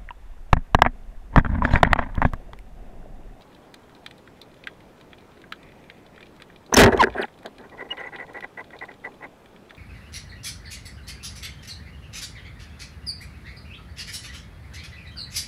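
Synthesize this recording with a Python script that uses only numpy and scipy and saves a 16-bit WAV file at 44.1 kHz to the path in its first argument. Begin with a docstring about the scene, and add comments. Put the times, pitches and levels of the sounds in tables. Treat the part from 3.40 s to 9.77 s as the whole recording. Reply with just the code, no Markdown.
"""Shrimp snap on the reef over the wash of the sea: ringing modes, bright cracks and shaped noise; a faint
swish of band noise passes. Then a speargun is fired under water, heard by a microphone in a housing fixed
on the stock: friction and blows ring the stock's modes and overload the input. Gliding tones squeak, low
knocks die away and the line comes taut; last it pays out of the reel in short rubs that ring its modes and sing."""
import sys
import numpy as np
from scipy import signal
from scipy.io import wavfile
from scipy.ndimage import uniform_filter1d

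SR = 44100
rng = np.random.default_rng(int(sys.argv[2]) if len(sys.argv) > 2 else 0)


def generate_wav(sig):
    """Save sig (samples, or channels by samples) to the path in sys.argv[1] as 16-bit PCM at SR."""
    pcm = np.round(np.clip(np.atleast_2d(sig).T, -1, 1) * 32767).astype(np.int16)
    wavfile.write(sys.argv[1], SR, pcm)


N = 280917
EDGE_HZ = 15800  # upper band limit

# resonances of the wooden stock: [centre_hz, width_hz, level_db]
STOCK_MODES = [(51.6, 13, 6), (103, 62, 1.5), (227.5, 54, -1), (387.2, 91, 4), (622, 257, 1.5),
               (949, 340, -2.5), (1489, 240, 2.5), (1668, 140, 4), (1900, 140, 2.5), (2423, 300, -9),
               (2850, 610, -14), (4200, 1400, -26.5), (9200, 1800, -26.5)]


def amp(db):
    """Decibels to amplitude."""
    return 10 ** (np.asarray(db) / 20)


def evened(x):
    """Scale to rms 1."""
    return x / np.sqrt(np.mean(x ** 2) + 1e-20)


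def add(mix, start_s, sound):
    """Add a sound at its start time, cut at the end of the mix."""
    part = mix[round(start_s * SR):][:len(sound)]
    part += sound[:len(part)]


def resonate(x, hz, width_hz):
    """One resonance, a decaying complex pole, of about gain 1 at its centre."""
    r = np.exp(-np.pi * width_hz / SR)
    pole = r * np.exp(2j * np.pi * hz / SR)
    return 2 * signal.lfilter([1 - r], [1, -pole], x).real


def body(force, modes, steep):
    """A force rings the modes; neighbours swing in opposite sign; steep modes filter twice."""
    out = 0
    for k, (hz, width_hz, db) in enumerate(modes):
        ring = resonate(force, hz, width_hz)
        if steep:
            ring = resonate(ring, hz, 2 * width_hz)
        out = out + (-1) ** k * amp(db) * ring * np.sqrt(100 / width_hz)
    return out


def friction(slips_per_s, spread_db, smooth):
    """Uneven slips over a smooth rub, as a force of rms 1."""
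    struck = rng.random(N) < slips_per_s / SR
    size = amp(spread_db * rng.exponential(1, N).clip(0, 3))
    slips = evened(struck * size * rng.choice([-1, 1], N))
    return evened(slips + smooth * rng.standard_normal(N))


def strokes(rows, db, rise):
    """Pressure over time: each stroke swells and fades; their powers add."""
    power = np.zeros(N)
    for (start_s, length_s, *_), level_db in zip(rows, db):
        u = np.arange(0, 1, 1 / (length_s * SR))
        add(power, start_s, (amp(level_db) * np.sin(np.pi * u ** rise)) ** 2)
    return np.sqrt(power)


def followed(rows, db):
    """Pressure over time along a curve of levels; all but silent outside it."""
    times_s = np.transpose(rows)[0]
    return amp(np.interp(np.arange(N) / SR, times_s, db, left=-99, right=-99))


def rubbed(modes, split_hz, low, high, force):
    """The force drives the low and the high modes of a thing, each under its own pressure."""
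    low_modes = [m for m in modes if m[0] < split_hz]
    high_modes = [m for m in modes if m[0] >= split_hz]
    out = 0
    for group, pressure in (low_modes, low), (high_modes, high):
        level = np.std(body(force, group, True))  # under steady pressure
        out = out + body(force * pressure, group, True) / level
    return out


def gun():
    """Release, recoil and the bands slapping back: friction and blows carried through the stock."""
    # single jolts: [start_s, length_s, low_modes_db, high_modes_re_low_db, hiss_re_low_db]
    jolts = [(3.321, 0.017, -24.5, -15, -28), (3.337, .014, -13.5, -2, -12),
             (3.356, 0.01, -21.5, -6, -12.5), (3.367, 0.03, 3.5, -6.5, -12.5), (3.431, 0.019, 0, -2.5, -36),
             (3.459, .0076, -19, 5.5, -30), (3.521, 0.025, -18.5, -5, -28), (3.564, .005, -35, 4, -14),
             (3.575, 0.0094, -28.5, -3, -5), (3.605, 0.025, -27, 4.5, -16), (3.625, 0.0086, -9, -4, -25),
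             (3.635, .011, -17, 3.5, -24), (3.669, 0.011, -26.5, -9, -36.5),
             (4.043, 0.052, -37.5, -12, -32.5), (4.186, 0.067, -48, -4.5, -40),
             (4.236, 0.042, -45, -4.5, -40)]
    # the bands scrape along the stock and settle: [time_s, low_modes_db, high_modes_re_low_db]
    recoil = [(3.295, -44, -25), (3.312, -53, -22), (3.352, -44, 5), (3.378, -9, -8), (3.39, 9, -4.5),
              (3.415, 3.5, -4.5), (3.432, -8.5, -9), (3.455, -15, -7), (3.48, -13.5, -9),
              (3.495, -17.5, -22), (3.508, -29, -9.5), (3.548, -27.5, -15.5), (3.6, -27.5, -8.5),
              (3.665, -32, -12), (3.69, -35, -21), (3.715, -47, -10), (3.75, -51, 1)]
    # the line comes taut and drags on the stock: [time_s, low_modes_db, high_modes_re_low_db]
    tug = [(3.745, -46, -12), (3.755, -27.5, -17), (3.78, -33.5, 5), (3.8, -26.5, -6), (3.83, -33, 2.5),
           (3.848, -42, 4), (3.862, -60, -3)]
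    recoil_hiss_db, tug_hiss_db = -22.5, -36  # re high modes

    _, _, db, high_db, hiss_db = np.transpose(jolts)
    low = strokes(jolts, db, .45)
    high = strokes(jolts, db + high_db, 0.35)
    spray = strokes(jolts, db + hiss_db, .42)
    for rows, under_db in (recoil, recoil_hiss_db), (tug, tug_hiss_db):
        _, db, high_db = np.transpose(rows)
        low = np.hypot(low, followed(rows, db))
        high = np.hypot(high, followed(rows, db + high_db))
        spray = np.hypot(spray, followed(rows, db + high_db + under_db))
    wood = rubbed(STOCK_MODES[2:], 1200, low, high, friction(1500, 4.0, 1.8))
    return wood + knocks() + shudder() + rubber_hiss() * spray + rocking()


def knock(peak_db, centre_hz):
    """A short blow rings the modes of the stock, most those near its own pitch."""
    blow = np.zeros(3000)
    blow[:12] = np.hanning(12)
    near = [(hz, width_hz, db - 30 * np.log2(hz / centre_hz) ** 2) for hz, width_hz, db in STOCK_MODES]
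    ring = body(blow, near, True)
    return amp(peak_db) * ring / abs(ring).max()


def knocks():
    """Single blows on the stock."""
    # [start_s, peak_db, centre_hz of the modes that answer]
    blows = [(3.3266, -8, 920), (3.379, 8.5, 220), (3.435, 4, 1580), (3.444, -14, 1870), (3.466, -1, 400),
             (3.545, -7, 397), (3.627, -8, 635), (3.637, -4, 1630), (3.643, -14, 400), (3.67, -20, 1240),
             (3.682, -22, 1040), (3.751, -26, 560), (3.794, -18.5, 430), (3.799, -18.5, 397),
             (4.06, -28, 520), (4.425, -31, 397)]
    out = np.zeros(N)
    for start_s, peak_db, centre_hz in blows:
        add(out, start_s, knock(peak_db, centre_hz))
    return out


def shudder():
    """After the release the stock shudders in six low knocks that die away."""
    start_s, gap_s, first_db, slope_db_per_s = 3.39, .0125, 4.5, -160
    low_hz, high_hz = 100, 270
    out = np.zeros(N)
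    for k, (late, pitch) in enumerate(rng.random(size=(6, 2))):
        after_s = gap_s * (k + .3 * late)
        centre_hz = low_hz * (high_hz / low_hz) ** pitch
        add(out, start_s + after_s, knock(first_db + slope_db_per_s * after_s, centre_hz))
    return out


def rubber_hiss():
    """Hiss of rubber through water: dense uneven slips in broad bands, rms 1."""
    # [centre_hz, width_hz, level_db]
    hiss_bands = [(2970, 880, 3.5), (4000, 340, 0), (5500, 1200, -2), (8840, 4500, -13.5),
                  (12500, 3000, -16)]
    return evened(body(friction(2500, 7.3, 0.33), hiss_bands, True))


def rocking():
    """The stock rocks after the recoil: noise in its two lowest modes."""
    # [time_s, level_db]
    sway = [(3.32, -39), (3.364, -36.5), (3.375, -2), (3.464, -14.5), (3.488, -32), (3.57, -32),
            (3.829, -53.5), (3.868, -76)]
    noise = evened(body(rng.standard_normal(N), STOCK_MODES[:2], True))
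    return noise * followed(sway, np.transpose(sway)[1])


def squeak(length_s, start_hz, end_hz, lateness, db, overtones_db, last_overtones_db, loudest, unsteady):
    """A gliding tone with overtones; smoothed noise unsteadies its pitch and overtones."""
    ends_db, grit_depth = -19.5, 1.6  # swell at both ends re its peak; unsteadiness of the overtones
    u = np.arange(0, 1, 1 / (length_s * SR))
    glide = u ** lateness
    wobble, grit = uniform_filter1d(rng.standard_normal((2, len(u))), size=40)
    pitch_hz = (start_hz + (end_hz - start_hz) * glide) * (1 + unsteady * wobble)
    phase = 2 * np.pi * np.cumsum(pitch_hz) / SR
    top = min(10, int(EDGE_HZ / max(start_hz, end_hz)))
    upper = sum(amp(-40 * np.log10(k) - .25 * k ** 2) * np.cos(k * phase) for k in range(2, top + 1))
    upper_db = overtones_db + (last_overtones_db - overtones_db) * glide
    tone = np.sin(phase) + amp(upper_db) * upper * (1 + grit_depth * grit)
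    off_peak = np.interp(u, [0, np.clip(loudest, .05, .95), 1], [1, 0, 1])
    swell = amp(db + ends_db * off_peak ** 1.5)
    return np.sqrt(2) * tone * swell * signal.windows.tukey(len(u), .15)


def squeaks():
    """Stick-slip squeaks of steel and rubber."""
    # [start_s, length_s, start_hz, end_hz, glide_lateness (exponent), level_db, overtones_start_db,
    # overtones_end_db, loudest_at (share of length), pitch_unsteadiness (ratio)]
    slips = [(3.338, .011, 6000, 6150, 1.5, -9.5, -40, -41, 0.43, .2),
             (3.365, 0.0082, 5200, 5340, 1.5, -4.5, -40, -41, 0.74, .15),
             (3.591, .033, 1087, 757, 2.61, -6, 3, -8, 0.78, .08),
             (3.813, .029, 4940, 1480, 1.33, -30.5, 10.5, -40, 0.79, 0.18),
             (3.839, 0.014, 826, 800, 1.5, -24.5, -40, -41, 0.29, .1),
             (4.504, 0.026, 2884, 2870, 1.7, -24, -21, -24, .45, .03),
             (4.58, .016, 3020, 2800, 1.5, -45, -30, -30, .5, .1),
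             (4.596, .012, 6300, 6400, 1.5, -59, -40, -41, .5, .08),
             (4.661, .012, 6700, 6300, 1.5, -61, -40, -41, .5, .08)]
    out = np.zeros(N)
    for start_s, *settings in slips:
        add(out, start_s, squeak(*settings))
    return out


def reel():
    """The line drags over the spool in short uneven rubs; pulled hard, it sings near a mode of the reel."""
    # resonances of the reel: [centre_hz, width_hz, level_db]
    reel_modes = [(253.5, 37, -6.5), (445, 260, 2), (815, 137, 1), (1031, 113, -1), (1451, 150, -8),
                  (1617, 100, -8.5), (1959, 154, 1.5), (2160, 470, -10), (2520, 490, -14.5),
                  (3725, 700, -26.5), (8800, 1800, -36.5)]
    # the line rubs as it pays out: [start_s, length_s, level_db]
    rubs = [(4.311, 0.048, -51), (4.363, 0.043, -46.5), (4.391, .04, -33.5), (4.438, 0.034, -52.5),
            (4.486, 0.068, -37.5), (4.564, 0.069, -33.5), (4.624, 0.071, -35.5), (4.716, 0.053, -35),
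            (4.774, 0.073, -35), (4.869, 0.053, -48), (4.94, 0.027, -32.5), (4.958, 0.035, -34),
            (5.02, 0.034, -34), (5.169, 0.026, -34.5), (5.186, 0.0294, -32), (5.324, 0.039, -43),
            (5.408, 0.012, -37.5), (5.42, 0.023, -31), (5.481, 0.033, -40.5), (5.636, 0.032, -33),
            (5.66, .02, -35), (5.802, .012, -54), (5.817, 0.046, -37)]
    sing_hz, flutter_db = 1970, 5
    low_db, low_db_per_db, low_lingers_s = -32, 0.26, .014  # low modes follow pressure weakly, outlast the rub

    db = np.transpose(rubs)[2]
    drift, flutter = [evened(uniform_filter1d(rng.standard_normal(N), size=300)) for _ in range(2)]
    grip = amp(flutter_db * (np.tanh(flutter) - 0.23))
    sing = np.sin(2 * np.pi * np.cumsum(sing_hz * (1 + 0.01486 * drift)) / SR)
    sing *= grip * strokes(rubs, db + 1.0 * (db + 34.5) - 2, 1.1)  # grows 2 dB per dB of rub
    lingering = [(start_s, length_s + low_lingers_s) for start_s, length_s, _ in rubs]
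    low = strokes(lingering, low_db + low_db_per_db * db, 0.85)
    high = grip * strokes(rubs, db - 2.5, 0.82)
    return rubbed(reel_modes, 1200, low, high, friction(1200, 1.0, 0.94)) + sing


def snap(db, low_db, high_db, crack_db):
    """A dull push as the claw shuts, a bright crack as its bubble collapses, then scatter off the rocks."""
    # what a snap rings in the housing: [pitch_hz, level_db, t60_s]
    housing = [(950, -19, 0.0074), (1287, -3.5, 0.015), (1583, -1, 0.015), (1918, 4.5, 0.01),
               (2417, -2.5, 0.015), (2927, -8.5, 0.011), (3230, -2.5, .01), (3488, -5, 0.014),
               (3968, -2, 0.0052), (4840, -20.5, 0.011), (5740, -21, 0.0071)]
    t = np.arange(2600) / SR
    chance = rng.standard_normal((3, len(t)))
    collapse = round((.002 + 0.00022 * chance[1, 0]) * SR)  # samples after the push
    ring = 0
    for k, (hz, level_db, t60_s) in enumerate(housing):
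        level_db += 2.6 * chance[1, k + 1]
        level_db += low_db if hz < 2200 else high_db if hz > 3800 else 0
        ring = ring + amp(level_db - 60 * t / t60_s) * np.sin(2 * np.pi * hz * t) * (-1) ** k
    ring = ring * np.minimum(t / 0.000662, 1)
    push = 1.16 * resonate(ring, 1900, 2600)
    path = 0.051 * chance[0] * amp(-60 * t / 0.068)  # scatter
    path[collapse] += 1
    sound = push + signal.fftconvolve(path, ring)[:len(t)]
    sound = sound / abs(sound).max() * (1 + amp(low_db)) * 0.62
    crack = resonate(resonate(chance[2], 7600, 6000), 8200, 7000) * amp(crack_db + 0.5 - 60 * t / 0.011)
    crack = .4 * crack + np.roll(crack, collapse)  # faint at the push, full at the collapse
    return amp(db) * (sound + crack)


def shrimp():
    """The near snaps, and a crackle of far ones at random times."""
    # near snaps: [start_s, level_db, dullness_db (modes under 2200 Hz), crack_db]
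    near_snaps = [(0.0197, -39, -25, -20), (.1477, -39, -22, -23), (0.341, -32.5, -5, -10),
                  (.549, -39.5, -29, -19), (.662, -21.5, -8.5, -23.5), (.7099, -34.5, -4, -17),
                  (0.7797, -43, -20, -10), (0.875, -42, 7, -23), (1.015, -28.5, -27, -17.5),
                  (1.115, -46, -20, -22), (1.1408, -43.5, -14, -17), (1.2384, -31.5, -12, -28),
                  (1.2709, -18.5, -4, -27.5), (1.6107, -40, -5, -16), (1.731, -31, -5.5, -41),
                  (1.7835, -41, -21, -26), (1.8068, -46, -13, -21), (1.918, -47, -17, -25),
                  (2.016, -40, -8, -18), (2.0395, -43.5, 7, -26), (2.122, -19.5, -0.5, -21.5),
                  (2.2295, -39.5, -10, -18), (2.4394, -45, 0, -24), (2.499, -30, -0.5, -27),
                  (2.6636, -40.5, -9, -20), (2.7606, -41, -8, -23), (2.778, -42, 9, -30),
                  (2.806, -37, -2, -20), (2.8277, -32.5, -11, -27), (2.8668, -40, -15, -23),
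                  (2.963, -45, -12, -10), (2.9996, -39.5, 1, -21), (3.02, -31.5, -4, -18),
                  (3.1005, -50.5, 14, -25), (3.16, -35.5, -22, -30), (3.263, -39.5, -32, -18),
                  (3.7, -33, -9, -28), (3.724, -38, -6, -31), (3.7394, -34, -4, -27), (3.851, -36, -5, -18),
                  (3.882, -42.5, 3, -23), (3.988, -42.5, -13, -14), (4.03, -44, 2, -10),
                  (4.059, -26.5, -4, -14), (4.1822, -37, -8, -16), (4.2964, -40.5, -11.5, -21),
                  (4.57, -35, 1, -20), (4.7601, -28, -16, -30), (4.933, -44, -4, -6.5),
                  (5.0057, -31, -3, -19.5), (5.0386, -39, -8, -28), (5.2414, -40, -7, -21),
                  (5.3048, -38.5, -0.5, -26), (5.3647, -42, -8.5, -20), (5.3886, -33.5, -22, -20),
                  (5.4535, -41.5, -10, -13), (5.5153, -39, 0, -24), (5.5384, -43, -6, -16),
                  (5.719, -46, -9, -28), (6.0581, -39.5, -6, -21), (6.162, -39.5, -6, -32),
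                  (6.2956, -37.5, -8, -37), (6.3064, -34, 0, -22)]
    far_per_s, far_db = 80, -60.5
    out = np.zeros(N)
    for start_s, db, dull_db, crack_db in near_snaps:
        high_db = 14.5 + 0.59 * crack_db - 0.4 * dull_db  # rises with the crack, sinks with dullness
        add(out, start_s, snap(db, dull_db, high_db, crack_db))
    for when, size, tilt in rng.random((round(far_per_s * N / SR), 3)):
        db = far_db - 4.9 * np.log(1.02 - size)  # few loud, many soft
        add(out, when * N / SR, snap(db, -22 * tilt, 4, -20.0))
    return out


def swish():
    """Soft noise in two narrow bands swells and fades."""
    # [start_s, length_s, level_db]
    passes = [(2.16, .1, -62), (2.22, 0.12, -57), (2.3, 0.43, -63.5), (2.72, 0.14, -60)]
    # [centre_hz, width_hz, level_db]
    bands = [(1910, 310, -1), (2430, 350, -2)]
    noise = evened(body(rng.standard_normal(N), bands, True))
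    return noise * strokes(passes, np.transpose(passes)[2], .8)


def wash():
    """Sea wash and microphone hiss: random spectra with faint patches."""
    # spectrum: [freq_hz, relative_level_db per Hz]
    colour_points = [(12, -40.5), (20, 2.5), (74, -4), (168, -0.5), (410, -2.5), (897, -9), (1090, -12.5),
                     (2390, -21), (2820, -23.5), (3440, -25.5), (5530, -31), (14700, -39), (16000, -44)]
    rms_db, patch_db = -50.5, 1.1
    frames, hz = N // 256 + 5, np.fft.rfftfreq(1024, 1 / SR)
    real, imag, patches = rng.standard_normal((frames, 513, 3)).T
    patches = uniform_filter1d(patches, size=12, axis=0)  # over frequency
    patches = evened(uniform_filter1d(patches, size=14, axis=1))  # over time
    f, db = np.transpose(colour_points)
    colour_db = np.interp(np.log(hz + 1), np.log(f + 1), db)[:, None]
    spectra = (real + 1j * imag) * amp(colour_db + patch_db * patches)
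    noise = signal.istft(spectra, nperseg=1024, noverlap=768)[1][:N]
    return amp(rms_db) * evened(noise)


def scene():
    """All layers, as one channel."""
    mix = gun() + squeaks() + reel() + shrimp() + swish() + wash()
    return mix[None]


def record(dry):
    """The input stage clips hard; then the band limit."""
    overload = .37  # ceiling, full scale = 1
    clipped = dry / (1 + abs(dry / overload) ** 8) ** (1 / 8)
    lowpass = signal.firwin(511, EDGE_HZ, window=("kaiser", 9), fs=SR)
    return signal.oaconvolve(clipped, lowpass[None], "same")


dry = scene()
out = record(dry)
generate_wav(out)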